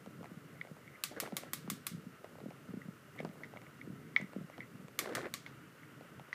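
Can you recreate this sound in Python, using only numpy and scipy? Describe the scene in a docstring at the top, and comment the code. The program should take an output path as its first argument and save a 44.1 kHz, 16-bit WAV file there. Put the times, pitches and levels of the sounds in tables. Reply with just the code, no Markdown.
"""A gas stove in a kitchen, heard by a hand-held phone. From the start lit burners hiss (shaped noise) over the
room's rumble, while the grip sends ticks (noise pushes) and thumps (gliding sines) into the microphone.
From 0.5 s a hand works the plastic knobs: rubs of scraping noise, clicks of ringing modes. From 1.04 s the igniter
sparks about six times a second (noise cracks, echoes) and gas catches with a crackling flutter of random pops.
Near 5 s it sparks and catches again; from 5.3 s one more burner adds to the hiss."""
import sys
import numpy as np
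from scipy import signal
from scipy.fft import rfft, irfft, next_fast_len
from scipy.io import wavfile
from scipy.ndimage import map_coordinates

SR = 44100
rng = np.random.default_rng(int(sys.argv[2]) if len(sys.argv) > 2 else 0)


def transcribe(signal):
    """Save signal, clipped to [-1, 1], as a 16-bit WAV file at the path in sys.argv[1]."""
    frames = np.atleast_2d(signal).T
    limited = np.clip(frames, -1, 1)
    pcm = np.round(limited * 32767).astype(np.int16)
    wavfile.write(sys.argv[1], SR, pcm)


N = 279594


def amp(db):
    """Decibels to gain."""
    return 10 ** (np.asarray(db) / 20)


def unit(x):
    """Scaled to rms 1."""
    return x / np.sqrt(np.mean(x ** 2) + 1e-20)


def along(points, hz):
    """Interpolates (f/Hz, value) points on a log frequency axis."""
    f, v = np.transpose(points)
    return np.interp(np.log(hz + 1), np.log(f + 1), v)


def filtered(x, response):
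    """x times a complex response of frequency."""
    n = x.shape[-1]
    padded = next_fast_len(n + 4096)
    f_hz = np.fft.rfftfreq(padded, 1 / SR)
    return irfft(rfft(x, padded) * response(f_hz), padded)[..., :n]


def modes(table):
    """Response of (f/Hz, width/Hz, level/dB) resonances, alternating in sign."""
    def response(f):
        total = 0
        for k, (hz, width_hz, db) in enumerate(table):
            damping = 1j * f * width_hz
            total = total + (-1) ** k * amp(db) * damping / (hz * hz - f * f + damping)
        return total
    return response


def noise(spectrum, lumpy_db=0, rate_hz=30, size=N):
    """Coloured noise of rms 1 whose level wanders rate_hz times a second."""
    points = rng.standard_normal(int(size * rate_hz / SR) + 4)
    lumps = map_coordinates(points, [np.arange(size) * rate_hz / SR])
    lumpy = amp(lumpy_db * lumps) * rng.standard_normal(size)
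    return unit(filtered(lumpy, lambda hz: amp(along(spectrum, hz))))


def add(track, start_s, peak_db, sound):
    """Lays a sound on the track with its peak at peak_db."""
    track[round(start_s * SR):][:len(sound)] += amp(peak_db) * sound / np.max(np.abs(sound))


def held(start_s, length_s, rise_s, fall_s):
    """A gain that rises, holds at 1 and dies away."""
    t = np.arange(N) / SR - start_s
    return np.clip(t / rise_s, 0, 1) * np.exp(-np.maximum(t - length_s, 0) / fall_s)


BUSY_S = 0.24


def busy(events):
    """Counts the events near each moment, weighted by a window BUSY_S to either side."""
    marks = np.bincount([round(row[0] * SR) for row in events], minlength=N)[:N]
    return signal.fftconvolve(marks, np.hanning(round(2 * BUSY_S * SR)), "same")


# kitchen decay: f/Hz, t60/s
KITCHEN_T60 = [(500, 0.063), (3000, .35), (8000, 0.25), (15000, 0.17)]


def echoes(size):
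    """A new tail of kitchen echoes of energy 1, each frequency dying at its own speed."""
    hz, t, z = signal.stft(rng.standard_normal(size), SR, nperseg=128)
    decay = amp(-60 * t / along(KITCHEN_T60, hz)[:, None])
    tail = signal.istft(z * decay, SR, nperseg=128)[1][:size]
    tail *= np.minimum(np.arange(size) / SR / 0.0011, 1)  # the walls answer late
    return tail / np.linalg.norm(tail)


# room rumble spectrum: f/Hz, level/dB per Hz
RUMBLE_SPECTRUM = [(15, -87), (25, -91), (75, -13), (141, 1.5), (165, -1), (179, -5.5), (313, -7),
                   (353, -13.5), (450, -12.5), (580, -38), (990, -120)]
# hand shifting on the phone, spectrum: f/Hz, level/dB per Hz
RUSTLE_SPECTRUM = [(250, -7), (400, -1.5), (600, -0.5), (900, -15.5), (2500, -30.5)]
# burner hiss spectrum: f/Hz, level/dB per Hz
BURNER_SPECTRUM = [(530, -19), (900, -8), (1070, -3), (1240, -1), (1440, 2), (1670, -3.5), (1930, -3),
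                   (2250, -7), (2560, -10.5), (2790, -8.5), (3090, -12), (4120, -28), (4500, -26),
                   (5850, -50), (9900, -120)]
# faint whistling of the gas jets: f/Hz, width/Hz, level/dB
JET_MODES = [(1238, 7.3, -2), (1331, 8.5, 0.5), (2800, 120, -17)]
# microphone hiss spectrum: f/Hz, level/dB per Hz
MIC_SPECTRUM = [(2060, -29), (3500, -8), (4850, -8.5), (5250, -8.5), (9130, -10.5), (13700, -11),
                (15200, -11.5)]
RUMBLE_REST_DB, RUSTLE_REST_DB = -57, -67  # hand at rest
RUMBLE_PER_THUMP_DB, RUSTLE_PER_TICK_DB = 0.58, 1
BURNERS_DB, LAST_LIT_S, LAST_ADDS_DB = -64, 5.32, 2  # the nearest burner joins last
MIC_HISS_DB = -70.5


def background():
    """Rumble and rustle come in lumps and grow while the hand is busy; burner and microphone hiss are smooth."""
    rumble_db = RUMBLE_REST_DB + RUMBLE_PER_THUMP_DB * busy(THUMPS)
    rustle_db = RUSTLE_REST_DB + RUSTLE_PER_TICK_DB * busy(TICKS)
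    rumble = amp(rumble_db) * noise(RUMBLE_SPECTRUM, lumpy_db=3.0, rate_hz=12)
    rustle = amp(rustle_db) * noise(RUSTLE_SPECTRUM, lumpy_db=3.5, rate_hz=99)
    whistle = unit(filtered(rng.standard_normal(N), modes(JET_MODES)))
    gas = noise(BURNER_SPECTRUM, lumpy_db=0.93, rate_hz=20) + amp(-8.5) * whistle
    lit_db = BURNERS_DB + LAST_ADDS_DB * held(LAST_LIT_S, N / SR, 0.3, 1)
    return rumble + rustle + amp(lit_db) * gas + amp(MIC_HISS_DB) * noise(MIC_SPECTRUM)


# short ticks, from the grip or the catching gas:
# t/s, peak level/dB, level/dB near 2 kHz re peak, level/dB above 4 kHz re peak
TICKS = [(0.06, -43.5, -11, -12), (0.229, -38.5, -16, -19), (0.242, -37.5, -9.5, -20),
         (0.256, -43, -2.5, -23), (0.649, -44, -12, -17), (0.671, -45, -8, -23), (.766, -49, -20, -25),
         (.789, -55, -20, -25), (1.12, -45, -18, -20), (1.233, -36, -8, -14), (1.263, -40.5, -1.5, -16),
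         (1.274, -35, -19, -23), (1.322, -36, -37, -30), (1.433, -38.5, -11, -19), (1.676, -39.5, -25, -23),
         (2.243, -36.5, -8.5, -26), (2.354, -43, -17, -24), (2.384, -46, -9, -24), (2.402, -41.5, -9, -23),
         (2.504, -43, -9, -26), (2.519, -46, -20, -26), (3.202, -38, 0.5, -21), (3.231, -48, -5, -17),
         (3.248, -34.5, -22, -32), (3.29, -49, -1, -15), (3.312, -52, -1.5, -20), (3.355, -48, -18, -25),
         (3.405, -47.5, -18, -25), (3.529, -51, -9, -25), (3.536, -39, -27, -28), (3.561, -41, -18, -25),
         (3.571, -43, -17, -25), (3.616, -43.5, -5, -16), (4.212, -42, 0, -7), (4.332, -39, -8, -20),
         (4.498, -41, -9, -17), (4.579, -40.5, -15, -27), (4.882, -43, -5, -9), (5.058, -33, -7, -26),
         (5.09, -35.5, -12, -24), (5.123, -37, 0, -19), (5.133, -49, 7, -16), (5.18, -29, -12, -26),
         (5.214, -39.5, -2, -21), (5.242, -44, 3, -23), (5.256, -38.5, 2, -22), (5.267, -39.5, 0, -24),
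         (6.008, -44, -16, -23), (6.195, -40, -12, -20)]
TICK_LAG_S = 0.001214  # first touch to push


def ticks():
    """One brief push, heard through a dull, a middle and a sharp resonance."""
    out, t = np.zeros(N + SR), np.arange(SR // 30) / SR
    parts = [(600, 620), (1800, 920), (6500, 2700)]  # f/Hz, width/Hz
    for start_s, peak_db, *above_db in TICKS:
        decay = amp(-60 * t / 0.0037) + amp(-21 - 60 * t / 0.084)
        push = decay * rng.standard_normal(len(t))
        for (hz, width_hz), level_db in zip(parts, [0, *above_db]):
            ring = modes([(hz, width_hz, 0)])
            add(out, start_s + TICK_LAG_S, peak_db + level_db, filtered(filtered(push, ring), ring))
    return out[:N]


# thumps of the grip: t/s, peak level/dB, level/dB of the bright start re peak
THUMPS = [(0.071, -41, -1), (0.187, -43, -14.5), (0.209, -45.5, 2), (0.314, -40, -11.5), (0.37, -41, -18),
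          (0.712, -39.5, -13.5), (1.326, -33, -5), (1.535, -41.5, -19.5), (1.644, -44, -16),
          (1.68, -35, -12), (1.716, -36.5, -12), (1.729, -36.5, -17), (1.914, -38.5, -33),
          (1.932, -38.5, -21.5), (1.945, -34, -18.5), (1.975, -38, -26), (2.065, -36.5, -11.5),
          (2.414, -48, 0), (2.435, -40, -2), (2.459, -35, -3), (2.484, -41, -5), (2.687, -39, -5),
          (2.702, -40.5, -14), (2.738, -35.5, -6.5), (2.769, -35, -10), (2.854, -40, -15.5),
          (2.884, -35.5, -15), (3.202, -40, 4.5), (3.228, -45, 3), (3.248, -36, 3), (3.271, -42, -16),
          (3.292, -40.5, -33), (3.874, -40.5, -10), (3.9, -37.5, -16.5), (3.931, -39, -15.5),
          (4.199, -40.5, -3), (4.22, -35, -17), (4.24, -38.5, -13.5), (4.361, -31, -6), (4.383, -38.5, -11),
          (4.409, -37, -16.5), (4.442, -40.5, -21), (4.588, -41, -11.5), (4.75, -42.5, -23),
          (4.795, -45, -17), (4.824, -46, -13.5), (4.844, -41.5, -15.5), (5.333, -47, -19.5)]
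SHARP_DB = -9.5  # a start this bright or brighter falls through the whole glide


def grip():
    """A thump crosses the case as a bending wave: high notes arrive first, so a sharp one falls in pitch."""
    out, t = np.zeros(N + SR), np.arange(SR // 20) / SR
    for start_s, peak_db, bright_db in THUMPS:
        sharp = np.clip(amp(bright_db - SHARP_DB), 0, 1)
        glide_s = 1.65 * sharp * 0.0032 * (1 - np.exp(-t / 0.0025))
        turns = rng.normal(171.8, 11.4) * (t + glide_s) + rng.uniform()  # settles near 172 Hz
        swell = (t / 0.0094) ** 1.42 * np.exp(-(t / 0.0061) ** 1.77)
        swell += 0.17 * amp(-60 * t / 0.098) * (1 - np.exp(-t / 0.0021))
        add(out, start_s, peak_db, swell * np.sin(2 * np.pi * turns))
        bright = t * amp(-60 * t / 0.01) * np.sin(2 * np.pi * rng.uniform(340, 578) * t)
        add(out, start_s, peak_db + bright_db, bright)
    return out[:N]


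# knob rubbing on its shaft as it turns: t/s, length/s, level/dB
RUBS = [(.5, 0.09, -70), (.82, .13, -66), (0.928, .03, -59), (3.169, 0.026, -51), (3.546, 0.016, -61),
        (3.905, 0.31, -71), (4.197, 0.058, -69), (4.515, 0.042, -62), (4.603, 0.027, -56.5)]
# knob clicks: t/s, peak level/dB, boost/dB of the lower main mode, scrape level/dB re peak
CLICKS = [(0.6127, -30.5, 3.5, -25), (0.8773, -46, 0.1, -24), (2.8175, -44, 30, -27), (3.1834, -46, 4, -21),
          (3.1899, -36, -1, -12), (3.4346, -36, 8, -11), (3.4436, -41.5, 12, -19), (3.5708, -42, -4, -34),
          (3.6656, -48.5, 2, -26), (3.8137, -39, 2.1, -40), (4.1629, -13.5, 0, -22.5), (4.191, -53, 0, -19),
          (4.6048, -34.5, 3.5, -34), (4.9896, -26.5, 0, -13), (5.463, -37.5, -2, -5), (5.8326, -47, 8, -24),
          (6.329, -29, 30, -8.5)]
# knob modes: f/Hz, level/dB, t60/s
KNOB_MODES = [(1277, -24, 0.049), (1970, 3, 0.015), (2215, 2, 0.023), (3410, 0.5, 0.0039)]
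# plastic on plastic, spectrum: f/Hz, level/dB per Hz
SCRAPE_SPECTRUM = [(400, -16), (900, 7), (1600, 3), (3000, -0.5), (6500, -9), (7500, -25), (12000, -35)]
RUB_EDGE_S = 0.015


def knob():
    """A click rings two close main modes, whose beating bunches it early, over a scrape; a rub is scrape alone."""
    out, t = np.zeros(N + SR), np.arange(SR // 4) / SR
    for start_s, peak_db, lower_db, scrape_db in CLICKS:
        struck_db = [0, lower_db, 0, 0]  # where it is struck favours one of the pair
        ring = np.zeros(len(t))
        for k, (hz, level_db, t60_s) in enumerate(KNOB_MODES):
            envelope = amp(level_db + struck_db[k] - 60 * t / t60_s)
            ring += (-1) ** k * envelope * np.sin(2 * np.pi * hz * t)
        ring *= 1 - np.exp(-t / 0.00059)
        reflected = signal.fftconvolve(ring, echoes(len(t)))[:len(t)]
        add(out, start_s, peak_db, ring + amp(-18.0) * reflected)
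        decay = amp(-60 * t / 0.015) + amp(-3.5 - 60 * t / 0.19)
        add(out, start_s, peak_db + scrape_db, decay * noise(SCRAPE_SPECTRUM, size=len(t)))
    shaft = modes([(2063, 330, 0)])
    rub = filtered(filtered(noise(SCRAPE_SPECTRUM, lumpy_db=3.0, rate_hz=90), shaft), shaft)
    gain = sum(amp(db) * held(start_s, length_s, RUB_EDGE_S, RUB_EDGE_S) for start_s, length_s, db in RUBS)
    return out[:N] + gain * unit(rub)


# igniter sparks: t/s, crack rms level/dB, dullness/dB (drop from 12 kHz up)
SPARKS = [(1.037, -47.5, 3), (1.2005, -49, 0.5), (1.3669, -49.5, .6), (1.533, -49, -1.2), (1.7, -50, 0),
          (1.8668, -50, 1), (4.9894, -46.5, 2.5), (5.1506, -52.5, 8), (5.3386, -53, 7)]
# spark treble spectrum: f/Hz, level/dB per Hz
SNAP_SPECTRUM = [(1500, -13), (2600, -7), (3600, -4.5), (5000, -6), (6200, -7.5), (8200, -5.5),
                 (10500, -6.5), (13500, -6), (16500, -6.5)]
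# steel top rung by the spark: f/Hz, width/Hz, level/dB
HOB_MODES = [(1143, 83, -3.5), (2275, 410, -3.5)]
HOB_DB, HOB_PER_DULL = -7, 0.54  # ring re crack; dB gained per dB of dullness


def igniter():
    """Each spark is an instant crack; what is heard is its scatter off grates and steel top, then off the walls."""
    out, t = np.zeros(N + SR), np.arange(SR // 3) / SR
    for start_s, rms_db, dull_db in SPARKS:
        decay = np.exp(-(t / 0.0013) ** 4) + amp(-5.5 - 60 * t / 0.034) + amp(-10 - 60 * t / 0.067)
        near = decay * np.tanh(2 * rng.standard_normal(len(t)))
        paths = near / np.linalg.norm(near) + amp(-8) * echoes(len(t))
        late = np.pad(paths, (32, 0))[:len(t)]  # 32 samples of travel
        dulling = [(7000, 0), (12000, dull_db)]
        crack = filtered(late, lambda hz: amp(along(SNAP_SPECTRUM, hz) - along(dulling, hz)))
        top = filtered(late, lambda hz: modes(HOB_MODES)(hz) * 1j * hz / (500 + 1j * hz))
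        spark = unit(crack) + amp(HOB_DB + HOB_PER_DULL * dull_db) * unit(top)
        out[round(start_s * SR):][:len(t)] += amp(rms_db) * spark
    return out[:N]


# gas catching, long flares with shorter puffs: t/s, length/s, flutter level/dB, crackle level/dB
FLARES = [(1.126, 0.35, -57, -69), (1.109, 0.016, -47, -68), (1.161, 0.022, -57, -55.5),
          (1.216, 0.046, -55.5, -58.5), (1.425, 0.062, -64, -60), (4.984, 0.272, -47, -53.5),
          (5.05, 0.059, -67, -71), (5.145, 0.044, -54, -50), (5.238, 0.038, -53, -52.5)]
# flutter spectrum: f/Hz, level/dB per Hz
FLUTTER_SPECTRUM = [(120, -11), (280, 2), (600, -1.5), (900, -13.5), (1300, -54)]
# crackle spectrum: f/Hz, level/dB per Hz
CRACKLE_SPECTRUM = [(700, -32), (1100, 5.5), (2000, 4.5), (2600, -15), (4000, -16.5), (8000, -48)]
CATCH_S, SETTLE_S = 0.0082, 0.0099  # a flare or puff swells, holds, and stops short
# pockets of gas lighting one after another; BETWEEN_POPS is the gain floor
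POPS_PER_S, POP_S, POP_SPREAD_DB, BETWEEN_POPS = 150, 0.0037, 3, 0.48


def flare():
    """Flame runs round the burner ring: uneven flutter under a spiky crackle; both jump with each pop."""
    flutter_gain, crackle_gain = sum(
        amp(levels_db)[:, None] * held(start_s, length_s, CATCH_S, SETTLE_S)
        for start_s, length_s, *levels_db in FLARES)
    pops = (rng.uniform(size=N) < POPS_PER_S / SR) * amp(POP_SPREAD_DB * rng.standard_normal(N))
    # each pop decays exponentially over POP_S
    jumps = BETWEEN_POPS + filtered(pops, lambda hz: POP_S * SR / (1 + 2j * np.pi * hz * POP_S))
    flutter = np.sqrt(np.abs(jumps)) * noise(FLUTTER_SPECTRUM, lumpy_db=3.5, rate_hz=78)
    crackle = jumps * noise(CRACKLE_SPECTRUM, lumpy_db=4.0, rate_hz=270)
    return flutter_gain * unit(flutter) + crackle_gain * unit(crackle)


def scene():
    """All sources at one microphone."""
    return (background() + ticks() + grip() + knob() + igniter() + flare())[None]


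TOP_HZ = 16540


def record(dry):
    """The phone weakens the deep bass and the last treble, and keeps nothing above its band limit."""
    def response(hz):
        bass = (1j * hz / (70 + 1j * hz)) ** 2
        treble = amp(np.interp(hz, [15000, 15500], [0, -30]))
        return bass * treble * (hz < TOP_HZ)
    return filtered(dry, response)


dry = scene()
out = record(dry)
transcribe(out)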